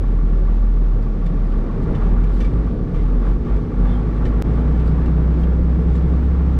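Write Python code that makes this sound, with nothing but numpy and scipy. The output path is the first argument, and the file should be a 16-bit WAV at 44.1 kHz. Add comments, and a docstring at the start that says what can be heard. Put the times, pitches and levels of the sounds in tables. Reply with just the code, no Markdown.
"""A diesel engine booms, heard inside the cab of a pickup that gathers speed plowing a driveway.
Six cylinders set the firing rate, which rises and falls with the throttle; one knocks hardest.
Snow crunches on the blade, the plow frame knocks and squeaks, the body rumbles, loose parts clink.
The heater hums and hisses, wipers rasp, sleet ticks. Once, the sound drops out with a click."""
import sys
import numpy as np
from scipy import signal
from scipy.fft import rfft, irfft, next_fast_len
from scipy.io import wavfile
from scipy.ndimage import uniform_filter1d

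SR = 44100
rng = np.random.default_rng(int(sys.argv[2]) if len(sys.argv) > 2 else 0)


def unload_wav(signal):
    """Save mono or channel-first audio to the path in sys.argv[1] as 16-bit WAV at rate SR, clipped to [-1, 1]."""
    wavfile.write(
        sys.argv[1],
        SR,
        np.round(np.clip(np.atleast_2d(signal).T, -1, 1) * 32767).astype(np.int16),
    )


N = 290600
T = np.arange(N) / SR
DROPOUT_S, SKIPPED_FIRINGS = 4.4196, 4

# engine speed: (time [s], firing rate [Hz])
FIRING_HZ = [(0.0, 42.33), (0.2, 40.74), (0.5, 40.65), (0.68, 42.03), (1.1, 38.64), (1.35, 39.33),
             (1.7, 36.1), (1.98, 37.98), (2.15, 43.18), (2.42, 44.68), (2.54, 52.42), (2.7, 51.61),
             (2.9, 37.27), (3.0, 43.01), (3.25, 42.76), (3.36, 47.04), (3.41, 58.0), (3.46, 56.0),
             (3.5, 49.0), (3.56, 49.51), (3.7, 44.14), (3.86, 45.28), (3.97, 52.09), (4.15, 51.08),
             (4.42, 54.12), (4.55, 58.2), (5.1, 60.73), (5.9, 63.49), (6.3, 66.76), (6.59, 66.59)]
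# engine load: (time [s], level [dB])
LOAD_DB = [(0, -4), (.95, -6), (1.9, -0.9), (2.45, -2), (2.8, -6), (3.1, -2), (3.4, -7), (3.7, -4),
           (3.85, -1.5), (4.4, 1), (5.1, 1), (5.65, -2), (6.59, 0)]
# throttle stabs: (centre [s], length [s], rise [dB])
THROTTLE_BLIPS = [(.52, 0.11, 3.5), (2.03, 0.39, 3), (2.62, 0.23, 2.5), (3.28, 0.16, 7.5),
                  (3.51, 0.16, 7.5), (3.87, 0.23, 3.5)]
# exhaust boom: (time [s], level [dB])
BOOM_DB = [(0, -19.5), (.08, -14.5), (.7, -12), (.92, -13), (1.1, -19.5), (1.33, -15.5), (1.58, -15.5),
           (1.68, -20), (1.95, -23.5), (2.04, -12.5), (2.45, -14), (2.8, -19), (3.1, -13.5), (3.87, -13.5),
           (4.02, -18), (4.6, -15.5), (6.59, -14.5)]
# brief dips of the boom: (centre [s], length [s], change [dB])
BOOM_SAGS = [(2.51, 0.069, -9), (2.77, 0.081, -5), (2.9, 0.12, -13), (3.25, .06, -4), (3.39, 0.045, -11.5),
             (3.46, .1, -17), (3.68, 0.21, -18)]
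# exhaust overtone envelope: (order [per engine cycle], level [dB])
EXHAUST_ORDERS = [(7, -18), (10, -10), (12, -16), (14, -10), (15, 0), (16, 1), (17, -6), (19, -9),
                  (22, -12), (30, -15), (36, -21)]
# cab response to those overtones: (frequency [Hz], gain [dB])
CAB_RESPONSE = [(136, -2), (146, 1.5), (168, 0.5), (180, -6)]
# knock per cylinder, in firing order: (level [dB])
CYLINDER_DB = [-4.5, -8, 0.5, -6, -4, -7]
# engine block resonances: (frequency [Hz], width [Hz], gain [dB])
BLOCK_MODES = [(645, 30, -2), (745, 35, -3), (810, 35, 1), (905, 40, -3), (1160, 80, 0.5), (1370, 36, 3),
               (1460, 40, -8), (1715, 45, -3), (2300, 120, -14), (3527, 35, -15), (3710, 35, -19)]
# engine clatter: (frequency [Hz], density [dB])
CLATTER_SPECTRUM = [(200, -18), (550, -2.5), (850, 1), (1000, -3.5), (1250, -3.5), (1600, -9),
                    (2200, -14.5), (3200, -28), (6000, -43), (9000, -59)]
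# snow crunch: (frequency [Hz], density [dB])
CRUNCH_SPECTRUM = [(900, -5), (2300, 5.5), (3400, 6), (4500, -0.5), (6000, -6), (7000, -11), (8500, -9),
                   (11000, -21), (12800, -28), (15000, -45)]
# blows on the plow frame: (time [s], level [dB], T60 [s])
FRAME_KNOCKS = [(1.262, -47, .083), (1.949, -45, 0.095), (2.238, -47.5, 0.055), (2.404, -41.5, 0.18),
                (2.445, -46, 0.16), (2.942, -51, 0.45), (3.562, -49, .065), (4.253, -42.5, 0.15),
                (4.679, -51, .06), (4.798, -48, .073), (5.059, -45.5, 0.069), (5.435, -49, 0.07),
                (5.953, -48.5, 0.099)]
# plow frame resonances: (frequency [Hz], width [Hz], gain [dB])
FRAME_MODES = [(1750, 30, -5), (1830, 30, 9), (2060, 26, 0), (2100, 50, 7), (2300, 56, 9), (2720, 43, 9),
               (3000, 120, 2), (3470, 59, 2.5), (3750, 23, -1), (4470, 73, -17), (5270, 110, -12.5),
               (5700, 79, -9), (8050, 110, -19)]
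# steel rubbing in the plow mount: (centre [s], length [s], pitch [Hz], level [dB])
MOUNT_SQUEAKS = [(2.58, .18, 537, -39), (2.98, .08, 2050, -52), (3.91, .11, 3530, -52.5),
                 (3.945, .12, 3200, -53), (5.51, .04, 3220, -59)]
# loose bits in the cab: (time [s], level [dB], T60 [s])
CAB_RATTLES = [(1.026, -50, .07), (1.261, -44, .09), (1.468, -50, .04), (1.52, -52, .06),
               (1.825, -55, 0.098), (2.238, -53, .04), (2.34, -52, .17), (2.402, -47, 0.15),
               (2.445, -50, .12), (4.255, -48, .12), (4.335, -54, .05), (4.875, -43.5, .077),
               (5.064, -53, .075), (5.955, -50, .15)]
# body rumble: (frequency [Hz], density [dB])
RUMBLE_SPECTRUM = [(12, -11.5), (27, 7), (45, 3.5), (75, -0.5), (110, 1), (135, 0.5), (170, 3.5),
                   (210, -3.5), (280, -6.5), (380, -10.5), (470, -10), (600, -20.5), (1000, -36),
                   (5000, -97)]
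# body shake over the ground: (time [s], level [dB])
SHAKE_DB = [(0, -28), (.85, -30.5), (1.7, -26), (3.0, -26), (3.7, -27.5), (4.6, -25), (6.59, -27.5)]
# bumps: (centre [s], length [s], rise [dB])
GROUND_BUMPS = [(1.91, 0.13, 4), (2.42, 0.053, 3), (2.57, 0.074, 2), (4.26, 0.038, 5)]
# heater air: (frequency [Hz], density [dB])
AIR_SPECTRUM = [(150, -3), (900, 11), (3000, -6.5), (4500, -9), (6000, -13), (7200, -20), (10000, -27.5),
                (12500, -34), (15000, -45.5)]
# heater motor speed: (time [s], rotation rate [Hz])
MOTOR_HZ = [(0, 54.2), (1.0, 54), (1.3, 53.2), (1.6, 54.6), (2.0, 56.4), (2.35, 59.8), (3.0, 60.1),
            (4.3, 60.1), (4.9, 60.4), (5.8, 60.2)]
# motor hum: (time [s], gain [dB])
HUM_DB = [(0, -8), (1.3, -10), (2.0, -5.5), (2.5, -7), (2.9, -4), (5.0, -3), (5.7, -6.5), (6.59, -5.5)]
# hum tones: (order [per turn], level [dB])
MOTOR_ORDERS = [(2, -40.5), (3, -33), (4, -29), (5, -36.5), (6, -39.5), (7, -38), (8, -46)]
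# loose metal parts: (time [s], pitch [Hz], level [dB], T60 [s])
METAL_CLINKS = [(1.026, 4600, -50, .03), (1.263, 3510, -46, .055), (1.468, 4850, -50, .025),
                (1.521, 4700, -53, .025), (2.406, 3490, -48, 0.12), (2.407, 5990, -52, .09),
                (2.445, 2300, -39, 0.12), (4.254, 1840, -37, 0.06), (5.432, 3200, -46, 0.08),
                (5.953, 7330, -56, .08)]
# wipers on ice: (centre [s], length [s], level [dB])
ICE_SCRAPES = [(1.035, 0.033, -69), (1.534, 0.18, -74), (1.83, 0.054, -60), (2.38, 0.19, -58.5),
               (3.03, .14, -68), (3.303, 0.18, -66), (3.57, .1, -66), (3.92, .24, -65),
               (4.877, 0.085, -59.5), (5.41, .09, -61), (5.822, 0.077, -64), (5.96, 0.11, -62)]
# wiper rasp: (frequency [Hz], density [dB])
RASP_SPECTRUM = [(1500, -21), (3300, 5.5), (4600, -.5), (6500, -7), (8700, -7.5), (11000, -13.5),
                 (12500, -14), (15000, -42.5)]
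# sleet on the glass: (time [s], level [dB], T60 [s])
SLEET_TICKS = [(1.026, -62, .03), (1.254, -57, .06), (2.162, -62, .06), (2.238, -56, .04),
               (2.343, -56, .12), (2.404, -54, .08), (5.324, -62, .025), (5.411, -57, .05),
               (5.587, -62, .025), (5.651, -63, .03), (6.246, -52, .045), (6.295, -60, .025)]


def engine():
    """Six cylinders fire in turn; speed drives the exhaust, load the clatter and the snow crunch."""
    firing_hz = curve(FIRING_HZ)
    firings = np.cumsum(firing_hz) / SR + SKIPPED_FIRINGS * (T > DROPOUT_S)
    load_db = curve(LOAD_DB) + swells(THROTTLE_BLIPS)
    return exhaust(firing_hz, firings) + combustion(firings, load_db) + snow(load_db)


def exhaust(firing_hz, firings, cab_hz=101, cab_width_hz=8, waver_db=.9, at_speed_s=(4.473, 4.53)):
    """The firing rate booms, its octave swells at a cab resonance; unequal cylinders add a lope."""
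    boom = undb(curve(BOOM_DB) + swells(BOOM_SAGS) - .36) * np.cos(2 * np.pi * firings)
    resonance_db = 10 / (1 + ((2 * firing_hz - cab_hz) / cab_width_hz) ** 2)
    octave = undb(-41 + resonance_db + waver_db * walk(8.6)) * np.sin(4 * np.pi * firings)
    cycles = (firings - 2.6) / len(CYLINDER_DB)
    lope = 0
    for order in range(7, 37):
        order_hz = order * firing_hz / len(CYLINDER_DB)
        order_db = curve(EXHAUST_ORDERS, order) + curve(CAB_RESPONSE, order_hz)
        # pipe dispersion smears the pulses into a drone
        lag_rad = 1.1 * (order - 15.5) ** 2 + .25 * walk(3)
        lope += undb(order_db + waver_db * walk(5)) * np.cos(2 * np.pi * order * cycles - lag_rad)
    lope_db = np.interp(T, at_speed_s, (-41, -29.5))
    return np.sqrt(2) * (boom + octave + lope * undb(lope_db))


def combustion(firings, load_db, ping_hz=1146, scatter_db=.5):
    """Each firing rattles the block and pings; the hard cylinder stands out at light load."""
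    index, fraction = np.divmod(firings + .55, 1)
    index = index.astype(int)
    knock_db = np.take(CYLINDER_DB, index % len(CYLINDER_DB)) + scatter_db * noise()[index]
    pulses = np.exp(-fraction) * undb(.33 * knock_db)
    # each firing favours other modes
    modes = sum(ring(noise() * pulses * undb(3 * noise()[index]), [mode]) for mode in BLOCK_MODES)
    block = unit(muffle(modes, 3500)) * undb(-49 + .75 * load_db)
    clatter = colour(noise() * (pulses + 1.2), CLATTER_SPECTRUM) * undb(-41 + load_db)
    pitch_hz = ping_hz * (1 + .01423 * noise()[index])
    window = np.sin(np.pi * np.minimum(fraction / .85, 1)) ** 2
    at_speed_db = np.interp(T, (4.3, 5.0), (0, -5))
    ping_db = -35.2 + knock_db * (1 - .08 * load_db) + .5 * load_db + at_speed_db
    return block + clatter + undb(ping_db) * window * sine(pitch_hz)


def snow(load_db, grains_per_s=12000):
    """Snow crunches on the blade in clumps of grains, louder as the truck pushes harder."""
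    grain_db = .5 * np.minimum(rng.exponential(size=N), 4)
    clump_db = walk(22)
    grains = (rng.random(N) < grains_per_s / SR) * noise() * undb(grain_db + clump_db)
    return colour(grains, CRUNCH_SPECTRUM) * undb(-59 + .75 * load_db)


def plow(frame_db=-1.5, clack_db=-7, rattle_db=-6, trim_cutoff_hz=8000):
    """Blows clack and ring the frame, joints squeak, jolts rattle the cab; trim soaks up treble."""
    blows = bursts(FRAME_KNOCKS)
    # blows land on different spots, so each favours other modes
    frame = sum(ring(blows * undb(3.5 * walk(5)), [mode]) for mode in FRAME_MODES)
    frame /= np.std(ring(noise(), FRAME_MODES))
    clack = ring(blows, [(1890, 550, 13.5), (3340, 500, 1.6)])
    jolts = bursts(CAB_RATTLES)
    rattle = ring(jolts, [(4600, 1000, 8.5), (7400, 500, 1.5), (9300, 1100, -1.5), (12400, 600, 1)])
    squeaks = 0
    for centre_s, length_s, pitch_hz, level_db in MOUNT_SQUEAKS:
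        tone = sine(pitch_hz * (1 + .012 * walk(400)))
        squeaks += swell(centre_s, length_s) * undb(level_db + 3 * walk(150)) * tone
    knocks = undb(frame_db) * frame + undb(clack_db) * clack
    return muffle(knocks + undb(rattle_db) * rattle + squeaks, trim_cutoff_hz)


def body_rumble(gain_db=3.5):
    """The body rumbles over the ground, louder on bumps."""
    shake_db = curve(SHAKE_DB) + swells(GROUND_BUMPS)
    return colour(noise() * undb(walk(25)), RUMBLE_SPECTRUM) * undb(shake_db + gain_db)


def heater(air_db=-52, waver_db=2.5):
    """Air hisses steadily; the fan motor hums and picks up a little speed."""
    turns = np.cumsum(curve(MOTOR_HZ) * (1 + .0017 * walk(14))) / SR
    hum = 0
    for order, tone_db in MOTOR_ORDERS:
        hum += undb(tone_db + waver_db * walk(13)) * np.sin(2 * np.pi * (order * turns + rng.random()))
    return undb(air_db) * colour(noise(), AIR_SPECTRUM) + np.sqrt(2) * hum * undb(curve(HUM_DB))


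def clinks(attack_s=.0024):
    """Each loose metal part rings briefly in one mode."""
    parts = 0
    for start_s, pitch_hz, level_db, t60_s in METAL_CLINKS:
        age_s = np.clip(T - start_s, 0, 1)
        parts += undb(level_db) * strike(age_s, attack_s, t60_s) * np.sin(2 * np.pi * pitch_hz * age_s)
    return parts


def wipers():
    """Rubber blades rasp over patches of ice."""
    pressure = sum(undb(db) * swell(centre_s, length_s) for centre_s, length_s, db in ICE_SCRAPES)
    return pressure * colour(noise(), RASP_SPECTRUM)


def sleet(gain_db=-3):
    """Icy grains tick brightly on the windscreen."""
    hits = bursts(SLEET_TICKS)
    return undb(gain_db) * ring(hits, [(4800, 1200, 2.5), (8800, 2000, -4), (12500, 2200, -3)])


def undb(db):
    """Decibels to gain."""
    return 10 ** (np.asarray(db) / 20)


def unit(x):
    """Scale to rms 1."""
    return x / np.sqrt(np.mean(x ** 2))


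def noise():
    """White noise, rms 1."""
    return rng.standard_normal(N)


def sine(hz):
    """Sine with a per-sample frequency."""
    return np.sin(2 * np.pi * np.cumsum(hz) / SR)


def curve(rows, at=T):
    """Interpolate a two-column table, by default over time."""
    return np.interp(at, *np.transpose(rows))


def walk(rate_hz):
    """Smooth random drift, rms 1."""
    hold = int(SR / rate_hz)
    steps = np.repeat(rng.standard_normal(N // hold + 1), hold)
    return unit(uniform_filter1d(uniform_filter1d(steps, hold), hold)[:N])


def swell(centre_s, length_s):
    """Half-cosine rise and fall, peak 1."""
    return np.cos(np.pi * (T - centre_s) / length_s) * (np.abs(T - centre_s) < length_s / 2)


def swells(rows):
    """Sum of rises or dips in dB: (centre [s], length [s], change [dB])."""
    return sum(db * swell(centre_s, length_s) for centre_s, length_s, db in rows)


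def strike(age_s, attack_s, t60_s):
    """Linear attack, exponential decay."""
    return np.minimum(age_s / attack_s, 1) * undb(-60 * np.minimum(age_s / t60_s, 10))


def bursts(rows, attack_s=.00048):
    """Sum of decaying noise bursts: (time [s], level [dB], T60 [s])."""
    return sum(undb(db) * noise() * strike(np.maximum(T - start_s, 0), attack_s, t60_s)
               for start_s, db, t60_s in rows)


def colour(x, spectrum):
    """Shape x by (frequency [Hz], gain [dB]); rms 1."""
    hz, db = np.transpose(spectrum)
    size = next_fast_len(N, real=True)
    bins_hz = np.fft.rfftfreq(size, 1 / SR) + 1e-6
    gain = undb(np.interp(np.log(bins_hz), np.log(hz), db))
    return unit(irfft(rfft(x, size) * gain, size)[:N])


def ring(x, modes):
    """Parallel resonators: (frequency [Hz], width [Hz], gain [dB])."""
    return sum(undb(db) * signal.lfilter(*signal.iirpeak(hz, hz / width_hz, fs=SR), x + 1e-18)
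               for hz, width_hz, db in modes)


def muffle(x, cutoff_hz):
    """Second-order low-pass."""
    return signal.sosfilt(signal.butter(2, cutoff_hz, fs=SR, output="sos"), x)


def dropout(x, gap_s=.005, fade_s=.02):
    """The sound breaks off on a crest with a click, then fades back in after a gap."""
    near = np.flatnonzero(np.abs(T - DROPOUT_S) < .004)
    crest = near[np.argmax(np.abs(x[0, near]))]
    age_s = T - T[crest]
    return x * np.where(age_s < 0, 1, np.clip((age_s - gap_s) / fade_s, 0, 1))


def scene():
    """Mono mix at the dashboard."""
    return (engine() + body_rumble() + heater() + plow() + clinks() + sleet() + wipers())[None]


def record(dry, ceiling=.61, cutoff_hz=15500):
    """Soft-clipped peaks, one dropout, steep treble cut."""
    rounded = dry / (1 + (dry / ceiling) ** 6) ** (1 / 6)
    return signal.sosfilt(signal.ellip(8, .2, 70, cutoff_hz, fs=SR, output="sos"), dropout(rounded))


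dry = scene()
out = record(dry)
unload_wav(out)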